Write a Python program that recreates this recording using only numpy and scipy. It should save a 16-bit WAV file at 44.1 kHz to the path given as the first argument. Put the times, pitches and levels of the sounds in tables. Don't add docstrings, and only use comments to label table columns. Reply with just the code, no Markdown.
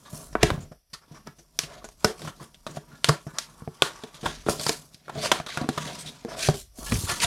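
import sys
import numpy as np
from scipy import signal
from scipy.io import wavfile
from scipy.ndimage import uniform_filter1d

SR = 44100
rng = np.random.default_rng(int(sys.argv[2]) if len(sys.argv) > 2 else 0)


def materialize(psi):
    bounded = np.clip(np.atleast_2d(psi).T, -1, 1)
    quanta = np.round(bounded * 32767).astype(np.int16)
    wavfile.write(sys.argv[1], SR, quanta)


N = 320329

# start_s, knock_db, knock_hz (favoured panel pitch), thump_db, snap_db, snap_hz, length_ms
SLIPS = [(0.327, -26, 723, -38.5, -23.5, 5300, 13), (0.352, 2.5, 797, -35.5, -43, 2885, 1.7),
         (0.355, -5, 700, -38, -51, 2880, 1.8), (0.431, 13, 404, -7, 10, 2246, 2),
         (0.502, 1, 644, -28, -6, 3640, 2.9), (0.577, -21, 404, -29, -45, 2630, 2.3),
         (1.271, -18, 1200, -39, -19.5, 5330, 2.65), (1.5885, -5.5, 1130, -38, 7.5, 5300, 2.8),
         (1.634, -15.5, 345, -32.5, -13, 2710, 12), (1.842, -14.5, 645, -59, -15.5, 6850, 14),
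         (1.887, -26, 684, -71, -23, 6400, 3.1), (2.044, 13, 500, -53.5, 8.5, 5250, 4.5),
         (2.217, -11.5, 500, -52, -15.5, 4040, 7.9), (2.249, -16, 1010, -39, -22.5, 5670, 7.9),
         (2.274, -8, 1180, -35, -14, 3170, 22), (2.543, -38, 645, -59, -25, 3200, 9.5),
         (2.665, -7.5, 992, -36, -11, 4000, 8.2), (2.769, -7.5, 410, -29, -22.5, 3160, 8.3),
         (3.043, -3, 1130, -34, 10, 3360, 2.6), (3.092, 5.5, 790, -10, 0, 4570, 3.1),
         (3.266, -9.5, 337, -25.5, -26, 5800, 14), (3.384, -14, 1130, -48.5, 3.5, 5150, 4.1),
         (3.62, -22.5, 395, -30.5, -45, 5100, 2), (3.675, -12, 463, -25, -46.5, 5060, 1.6),
         (3.82, 10.5, 1106, -23, 12, 3610, 2.6), (4.035, -8.5, 487, -37, -16, 3620, 6.9),
         (4.142, -39.5, 1190, -48, -17, 3550, 26), (4.149, -47, 1000, -58, -27.5, 11000, 8),
         (4.229, -3.5, 395, -30.5, -16, 3680, 44), (4.462, 1.5, 334, -31, -14, 3610, 20),
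         (4.485, 5.5, 550, -41.5, -22, 6000, 4.1), (4.595, -14.5, 620, -32, -8, 4600, 4.6),
         (4.633, -40, 528, -45, -6, 6000, 5), (4.664, -0.5, 1050, -25.5, 2.5, 4670, 6.3),
         (4.6915, 2, 550, -29, 6.5, 4800, 4.5), (4.943, -65, 307, -44.5, -20, 4800, 6.2),
         (5.08, -14, 1170, -51, -29, 3620, 7.1), (5.155, -12.5, 404, -35.5, -35, 3270, 8.9),
         (5.226, -16, 700, -52, -15, 3700, 4), (5.238, -11, 700, -53.5, -17, 4800, 3.5),
         (5.315, 12, 844, -33, 10.5, 3470, 6.6), (5.399, -7, 570, -28.5, -13.5, 2730, 3.6),
         (5.462, -11.5, 1180, -53, -9.5, 3700, 14), (5.572, 0.3, 1130, -24, -4, 3270, 4.5),
         (5.613, -5, 334, -23, -16, 4150, 3.9), (5.642, -5.5, 336, -29, -34.5, 3170, 3.9),
         (5.688, 2.5, 384, -21, -2.5, 4030, 4.4), (6.248, -6, 413, -38.5, -21, 3640, 1.1),
         (6.486, 8, 470, -11, -4, 4560, 2.4), (6.541, -14, 430, -29.5, -17.5, 3530, 3.6),
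         (6.785, -17, 249, -46, -27, 3800, 2.2), (6.92, 6, 272, -16.5, -2.5, 2520, 9.3),
         (6.954, -16, 260, -16.5, -11.5, 2500, 6.9), (7.036, -15, 270, -21, -25, 7150, 7.2),
         (7.093, -5.5, 1800, -34, -3, 2460, 19), (7.121, -16, 1920, -31, -28, 4690, 6.6),
         (7.201, -32, 900, -64, -6, 4760, 3.7), (7.243, -3, 725, -25, 3.5, 3560, 7)]
# start_s, knock_db, knock_hz, thump_db, snap_db, snap_hz, length_ms
SCUFFS = [(0.131, -24, 336, -26.5, -30, 7600, 9.2), (0.428, 10, 413, -17, 8.5, 2660, 2.2),
          (0.713, -18.5, 623, -36.5, -31, 5420, 6.9), (0.93, -15, 1540, -43.5, -9.5, 4600, 7.6),
          (1.112, -22, 300, -36, -31, 5800, 9.5), (1.382, -25.5, 391, -50, -25.5, 6180, 9.4),
          (2.191, -21, 680, -61.5, -21.5, 5330, 2.9), (3.085, 10, 800, -17.5, 7, 4700, 4),
          (3.336, -14, 1300, -43, -21, 5130, 29), (4.255, 3, 880, -50, -3, 3400, 5),
          (4.493, 2.5, 544, -27, -4, 9000, 2.7), (5.092, -6.5, 1190, -46, -19, 3630, 3.6),
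          (5.255, 0, 690, -47, -4.5, 4500, 2.6), (5.482, -14.5, 1200, -54, -12, 3700, 7.7),
          (5.528, -25, 1700, -62, -11.5, 3900, 14), (5.774, 0.5, 960, -27.5, -5.5, 3570, 3.8),
          (5.859, -7, 665, -32, -9, 3300, 25), (6.911, -14, 700, -38, -14, 4000, 3),
          (6.937, -28, 328, -15, -4.5, 6100, 5.2)]
# start_s, knock_db, knock_hz, thump_db, snap_db, snap_hz
STROKES = [(0.047, -19.5, 1200, -67, -23, 3780), (0.6, -22, 554, -34.5, -21.5, 7100),
           (1.011, -26, 1490, -62.5, -33.5, 5150), (1.139, -20.5, 1307, -44.5, -24, 5630),
           (2.393, -16, 970, -60, -24, 4570), (2.91, -25, 1300, -61, -36, 2020),
           (3.275, -19, 1350, -47, -32, 5980), (4.275, -51.5, 463, -33, -11.5, 3440),
           (5.18, -46, 500, -53, -10, 4300), (5.984, -41, 751, -57, -9, 8300),
           (6.056, -45.5, 1030, -38, -8, 3700), (6.282, -13, 1500, -40, -17, 5340),
           (6.385, -11.5, 1540, -57, -9, 3530), (6.858, -12.5, 1970, -61.5, -11, 2820),
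           (7.082, 1.5, 1740, -42, -5, 3160), (7.194, -34, 762, -40, -1.5, 2570)]
STROKE_MS, SCUFF_ROUND = 45.3, 1.3
NAIL_RING = {"slip": (9.24, 450), "scuff": (9.6, 320), "stroke": (11, 280)}
# mode_hz, relative_level_db, t60_s
HOLLOW_MODES = [(69, -6.5, 0.046), (94, -10.5, 0.12), (150.1, 9, 0.079), (208.7, 1, 0.039)]
# mode_hz, relative_level_db, t60_s
PANEL_MODES = [(235, 6, 0.067), (345, -10.5, 0.2), (430, -6.5, 0.11), (493, -12.5, 0.034),
               (642, 0.5, 0.034), (720, -6, 0.068), (974, -0.5, 0.023), (1130, 2, 0.025),
               (1300, -2.5, 0.017), (1385, -6, 0.091), (1692, -6, 0.084), (2238, -4.5, 0.042)]
# freq_hz, relative_density_db
CARD_SPECTRUM = [(880, -55), (1500, -9), (1940, -10.5), (2230, -8), (2880, -9), (3220, -6.5), (4640, -7),
                 (5770, -7.5), (10500, -15), (14100, -29), (16000, -39)]
SLIP_SPOT_DB_PER_OCT, RUB_SPOT_DB_PER_OCT, DRAG_SPOT_DB_PER_OCT = 9.5, 16, 20
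HAND_DAMPING = 0.6
LID_UP_S, OPEN_PITCH_RATIO = 6.7, 0.59

# peak_s, swell_s, dying_s, hiss_db, panels_db, hollow_db, fineness_db_per_oct, spot_hz
DRAGS = [(0.15, 0.059, 0.2, -56, -49.5, -47.5, 9.5, 800), (0.426, 0.024, 0.022, -50, -42, -51, -9, 910),
         (0.499, 0.16, 0.16, -64, -45, -34.5, -3, 470), (1.157, 0.15, 0.11, -73, -62, -56, -4, 954),
         (1.277, 0.021, 0.024, -80, -47.5, -37.5, -15, 1300), (1.735, 0.15, 0.13, -60.5, -49, -60, -4, 690),
         (2.035, 0.037, 0.3, -60.5, -53, -61.5, 3.5, 1000), (2.279, 0.15, 0.042, -55.5, -53, -43.5, 1, 800),
         (2.434, 0.074, 0.046, -60.5, -57.5, -45.5, 3, 895),
         (2.696, 0.042, 0.07, -61.5, -67, -44, 2.5, 850), (2.763, 0.039, 0.03, -56, -53, -43, 1, 665),
         (2.933, 0.12, 0.1, -70.5, -60.5, -52, -3, 1280), (3.073, 0.04, 0.14, -51.5, -45.5, -60, -3, 950),
         (3.38, 0.13, 0.88, -77, -62, -76, -5, 1260), (3.911, 0.21, 0.34, -59.5, -51, -64, -3, 970),
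         (4.155, 0.026, 0.14, -70, -53, -78, 4, 870), (4.263, 0.072, 0.2, -50.5, -52, -46, -2, 840),
         (4.492, 0.014, 0.057, -38, -33, -38, 5.5, 800), (4.61, 0.05, 0.027, -48.5, -37, -49, 3, 720),
         (4.676, 0.13, 0.12, -44, -47.5, -64, 4, 645), (5.19, 0.073, 0.052, -55, -39.5, -38, -3.5, 490),
         (5.249, 0.045, 0.069, -37, -35.5, -57, -2, 720), (5.39, 0.37, 0.071, -54.5, -52, -44, -6.5, 850),
         (5.5, 0.029, 0.25, -52, -56, -59, -6, 860), (5.607, 0.067, 0.1, -55.5, -38, -60, -6, 765),
         (5.787, 0.091, 0.48, -50.5, -46, -43, -2, 820), (6.088, 0.048, 0.052, -58.5, -73, -43, 4, 657.3),
         (6.331, 0.083, 0.16, -54, -40.5, -58, -3.5, 700), (6.433, 0.072, 0.11, -36.5, -43, -49, -0.2, 590),
         (6.498, 0.028, 0.035, -54, -40, -31, 15.5, 583), (6.6, 0.13, 0.049, -52, -75, -65, 7.5, 542),
         (6.798, 0.048, 0.16, -54.5, -49.5, -57, 9.5, 760), (6.936, 0.14, 0.52, -46, -49.5, -44, 8, 980),
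         (7.109, 0.091, 0.14, -42.5, -44, -55, 1.5, 1260), (7.239, 0.039, 0.011, -32, -32.5, -57, 1, 930)]
DRAG_DEPTH_DB, DRAG_ROUND = 20, 1.52
# time_s, hiss_db
REST_HISS = [(0.0, -68), (0.35, -77), (0.66, -90), (0.78, -104), (1.33, -81.5), (1.56, -75), (2.6, -76),
             (3.6, -69.5), (4.3, -76.5), (4.44, -77), (4.5, -52), (4.85, -69), (5.06, -81), (5.9, -69),
             (6.2, -90.5), (6.55, -56), (6.75, -112.5), (6.82, -60), (7.05, -62), (7.26, -56)]
REST_PANELS_DB, REST_HOLLOW_DB = 3.5, 10
REST_FINE_DB_PER_OCT, REST_SPOT_HZ = 6.7, 800
HISS_PATCHY_DB, CATCH_DB, WANDER_OCT = 2.4, 2.6, 0.17

# start_s, level_db
BUMPS = [(0.445, -13), (0.474, -24), (0.515, -15), (0.576, -30), (0.63, -28.5), (2.046, -18.5),
         (4.257, -24.5), (4.488, -22), (6.485, -22.5), (6.985, -21)]
BUMP_HZ, BUMP_T60_S = 89.5, 0.054
# freq_hz, t60_s
ROOM_DECAY = [(100, 0.023), (300, 0.2), (800, 0.16), (2000, 0.18), (5000, 0.15), (12000, 0.16)]
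ROOM_DB, ECHO_PATTERNS = -10.0, 3
# time_s, level_db
SWAY_LEVEL = [(0.0, -64.5), (0.46, -37), (0.91, -65), (2.12, -50), (2.2, -59.5), (4.14, -64), (4.29, -45),
              (5.09, -73), (5.22, -53), (6.14, -65.5), (6.399, -51), (6.652, -47), (6.771, -54.5),
              (6.8, -36), (6.9, -35.5), (7.26, -57)]
# freq_hz, relative_density_db
BACKGROUND_SPECTRUM = [(15, -40.5), (25, 5), (64, 0.5), (92, -11.5), (463, -19.5), (659, -13), (840, -24),
                       (2910, -23), (3620, -21.5), (3920, -30.5), (4370, -19.5), (5880, -11), (6380, -30.5),
                       (10100, -19.5), (12300, -19.5), (16000, -41.5)]
BACKGROUND_DB = -64.5
EDGE_HZ = 16050


def hands():
    near, far = np.zeros((2, N))
    for rows, kind in (SLIPS, "slip"), (SCUFFS, "scuff"), (STROKES, "stroke"):
        for row in rows:
            start_s, *settings = row
            if kind == "stroke":
                settings.append(STROKE_MS)
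            direct, sent = contact(start_s, *settings, kind)
            add(near, start_s + 0.001, direct)
            add(far, start_s + 0.003, sent)
    return near, far


def contact(start_s, knock_db, knock_hz, thump_db, snap_db, snap_hz, length_ms, kind):
    jerks = contact_jerks(length_ms, kind)
    snap, wall_snap = nail_snap(snap_db, snap_hz, kind)
    knock = panel_knock(knock_db, knock_hz, kind)
    near = hollow_thump(thump_db, start_s > LID_UP_S)
    far = near.copy()
    add(near, 0, signal.fftconvolve(jerks, knock)[:len(near)])
    add(near, 0, signal.fftconvolve(jerks, snap))
    spread = jerks if kind == "stroke" else np.ones(1)
    add(far, 0, signal.fftconvolve(spread, knock)[:6000])
    add(far, 0, signal.fftconvolve(spread, wall_snap))
    return near, far


def contact_jerks(length_ms, kind):
    jerk, size = rng.standard_normal((2, 3200))
    t = np.arange(len(jerk)) / SR
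    u = t / (max(length_ms, 0.3) / 1000)
    if kind == "slip":
        shape = np.minimum(t / 0.00019, 1) * np.exp(-u ** 1.3)
    elif kind == "scuff":
        shape = (u * np.exp(1 - u)) ** SCUFF_ROUND
    else:
        shape = np.minimum(t / 0.0061, 1) * np.exp(-u ** 8)
    jerks = jerk * gain_of(size) * shape
    if kind == "slip":
        jerks += 1.22 * np.exp(-((t - 0.0006) / 0.0001) ** 2)
    return jerks / np.linalg.norm(jerks)


def nail_snap(snap_db, snap_hz, kind):
    hz = np.fft.rfftfreq(1024, 1 / SR)
    peak_db, half_width_hz = NAIL_RING[kind]
    nail_db = peak_db - 10 * np.log10(1 + ((hz - snap_hz) / half_width_hz) ** 2)
    nail_db = np.maximum(nail_db, 0)
    tilt_db_per_oct = 3.2 * np.log2(snap_hz / 4200)
    card_db = read(CARD_SPECTRUM, hz) + tilt_db_per_oct * np.log2((hz + 500) / 5000)
    snaps = causal(card_db + nail_db), causal(card_db + nail_db / 2)
    return [v * gain_of(snap_db) / np.linalg.norm(v) for v in snaps]


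def panel_knock(knock_db, knock_hz, kind):
    fall_db = SLIP_SPOT_DB_PER_OCT if kind == "slip" else RUB_SPOT_DB_PER_OCT
    modes = []
    for hz, db, t60_s in PANEL_MODES:
        bend, lift = rng.standard_normal(2)
        mode_db = db + 2.6 * lift - fall_db * abs(np.log2(hz / knock_hz))
        modes.append((hz * (1 + 0.055 * bend), mode_db, HAND_DAMPING * t60_s))
    high = signal.butter(2, 220, "high", fs=SR, output="sos")
    knock = signal.sosfilt(high, ring(modes))
    return knock * gain_of(knock_db) / np.linalg.norm(knock)


def hollow_thump(thump_db, lid_up):
    contact_s = 0.00062 * gain_of(0.093 * (thump_db + 33))
    slow = np.arange(3200) / SR / contact_s
    push = np.gradient(slow * np.exp(-slow))
    pitch = OPEN_PITCH_RATIO if lid_up else 1
    modes = [(hz * pitch, db, t60_s) for hz, db, t60_s in HOLLOW_MODES]
    thump = signal.fftconvolve(push, ring(modes))
    return thump * gain_of(thump_db) / abs(thump).max()


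def rub():
    t = np.arange(N) / SR
    control_s = t[::64]
    *gains, fine, spot_hz = touch(control_s)
    hiss_gain, panels_gain, hollow_gain = (np.interp(t, control_s, v) for v in gains)
    out = skin_hiss(control_s, fine) * hiss_gain
    pressure = gain_of(2.4 * evened(uniform_filter1d(rng.standard_normal((2, N)), 500)))
    panel_drive, hollow_drive = rng.standard_normal((2, N)) * pressure
    hollow = np.gradient(ring(HOLLOW_MODES))
    out += signal.oaconvolve(hollow_drive * hollow_gain, hollow / np.linalg.norm(hollow))[:N]
    return out + stirred_panels(panel_drive * panels_gain, spot_hz)


def touch(t):
    peak_s, swell_s, dying_s, *levels_db, fine, spot_hz = np.transpose(DRAGS)[:, :, None]
    distance = np.maximum((peak_s - t) / swell_s, (t - peak_s) / dying_s)
    shape_db = -DRAG_DEPTH_DB * distance ** DRAG_ROUND
    rest_db = np.interp(t, *np.transpose(REST_HISS))
    powers = []
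    for level_db, offset_db in zip(levels_db, (0, REST_PANELS_DB, REST_HOLLOW_DB)):
        powers.append(gain_of(np.vstack([level_db + shape_db, rest_db + offset_db])) ** 2)
    hiss, panels, _ = powers
    fine = np.append(fine, REST_FINE_DB_PER_OCT) @ hiss / hiss.sum(axis=0)
    log_spot = np.log(np.append(spot_hz, REST_SPOT_HZ)) @ panels / panels.sum(axis=0)
    return *(np.sqrt(p.sum(axis=0)) for p in powers), fine, np.exp(log_spot)


def skin_hiss(control_s, fine):
    def colour_db(hz, t):
        tilt_db_per_oct = np.interp(t, control_s, fine)
        return read(CARD_SPECTRUM, hz) + tilt_db_per_oct * np.log2((hz + 500) / 5500)

    grit = gain_of(1.4 * evened(uniform_filter1d(rng.standard_normal(N), 150)))
    ticks = (rng.random(N) < 150 / SR) * rng.exponential(0.45, N)
    grit += signal.oaconvolve(ticks, np.exp(-np.arange(200) / 35))[:N]
    return noise(colour_db, HISS_PATCHY_DB) * grit * gain_of(CATCH_DB * drift(400))


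def stirred_panels(drive, spot_hz):
    spot_hz = spot_hz * 2 ** (WANDER_OCT * drift(1500)[::64])
    shares = gain_of([db - DRAG_SPOT_DB_PER_OCT * abs(np.log2(hz / spot_hz)) for hz, db, _ in PANEL_MODES])
    shares /= np.linalg.norm(shares, axis=0)
    out = np.zeros(N)
    for (hz, _, t60_s), share in zip(PANEL_MODES, shares):
        mode = ring([(hz, 0, t60_s)])
        mode_drive = drive * np.repeat(share, 64)[:N]
        out += signal.oaconvolve(mode_drive, mode[:3000] / np.linalg.norm(mode))[:N]
    return out


def bumps():
    out = np.zeros(N)
    wobble = ring([(BUMP_HZ, 0, BUMP_T60_S)])
    wobble *= np.minimum(np.arange(len(wobble)) / SR / 0.0016, 1)
    for start_s, level_db in BUMPS:
        add(out, start_s, gain_of(level_db) * wobble)
    return out


def room(x):
    out, slots = np.zeros(N), np.arange(100, SR // 2 - 20, 20)
    t = np.arange(N) / SR
    for k in range(ECHO_PATTERNS):
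        taps = np.zeros(SR // 2)
        taps[slots + rng.integers(0, 20, len(slots))] = rng.choice([-1., 1.], len(slots))
        hz, frame_s, z = signal.stft(taps, SR, nperseg=256)
        decay_db = -60 * frame_s / read(ROOM_DECAY, hz)[:, None]
        tail = signal.istft(z * gain_of(decay_db), SR, nperseg=256)[1]
        tail *= np.clip(np.arange(len(tail)) / SR / 0.055, 0.35, 1)
        share = np.sqrt(2 / ECHO_PATTERNS) * np.cos(np.pi * (1.3 * t + k / ECHO_PATTERNS))
        out += signal.oaconvolve(x * share, tail / np.linalg.norm(tail))[:N]
    return out


def sway():
    low = signal.butter(2, [25, 52], "band", fs=SR, output="sos")
    level_db = np.interp(np.arange(N) / SR, *np.transpose(SWAY_LEVEL))
    return evened(signal.sosfilt(low, rng.standard_normal(N))) * gain_of(level_db)


def background():
    hush = noise(lambda hz, t: read(BACKGROUND_SPECTRUM, hz), patchy_db=1.0, size=1024)
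    return gain_of(BACKGROUND_DB) * evened(hush)


def gain_of(db):
    return 10 ** (np.asarray(db) / 20)


def evened(x):
    return x / np.sqrt(np.mean(x ** 2) + 1e-20)


def drift(size):
    return evened(uniform_filter1d(uniform_filter1d(rng.standard_normal(N), size), size))


def read(points, hz):
    f, value = np.transpose(points)
    return np.interp(np.log(hz + 1), np.log(f + 1), value)


def add(mix, start_s, sound):
    part = mix[round(start_s * SR):][:len(sound)]
    part += sound[:len(part)]


def ring(modes):
    t = np.arange(6000) / SR
    return sum(gain_of(db - 60 * t / t60_s) * np.sin(2 * np.pi * hz * t) for hz, db, t60_s in modes)


def causal(db):
    mirrored_db = np.r_[db, db[-2:0:-1]]
    log_gain = np.log(gain_of(np.maximum(mirrored_db, -100)))
    return np.fft.ifft(np.exp(np.conj(signal.hilbert(log_gain)))).real[:len(db)]


def noise(db, patchy_db, size=256):
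    hz = np.fft.rfftfreq(size, 1 / SR)[:, None]
    t = np.arange(4 * N // size + 5) * size / 4 / SR
    a, b, patches = rng.standard_normal((3, len(hz), len(t)))
    patches = uniform_filter1d(patches, size=3, axis=0)
    patches = evened(uniform_filter1d(patches, size=40, axis=1))
    z = (a + 1j * b) * gain_of(db(hz, t) + patchy_db * patches)
    return signal.istft(z, nperseg=size, noverlap=3 * size // 4)[1][:N]


def scene():
    near, far = hands()
    rubbing = rub()
    box = near + rubbing + bumps()
    echoes = gain_of(ROOM_DB) * room(far + rubbing)
    return (box + echoes + sway() + background())[None]


def record(dry):
    cut = signal.sosfilt(signal.butter(2, 42, "high", fs=SR, output="sos"), dry)
    power_db = 10 * np.log10(abs(uniform_filter1d(cut ** 2, 3000)) + 1e-12)
    expanded = cut * gain_of(-np.clip(0.86 * (-54.5 - power_db), 0, 8))
    held = 0.97 * np.tanh(expanded / 0.97)
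    band = signal.firwin(511, EDGE_HZ, window=("kaiser", 9), fs=SR)
    return signal.oaconvolve(held, band[None], "same")


dry = scene()
out = record(dry)
materialize(out)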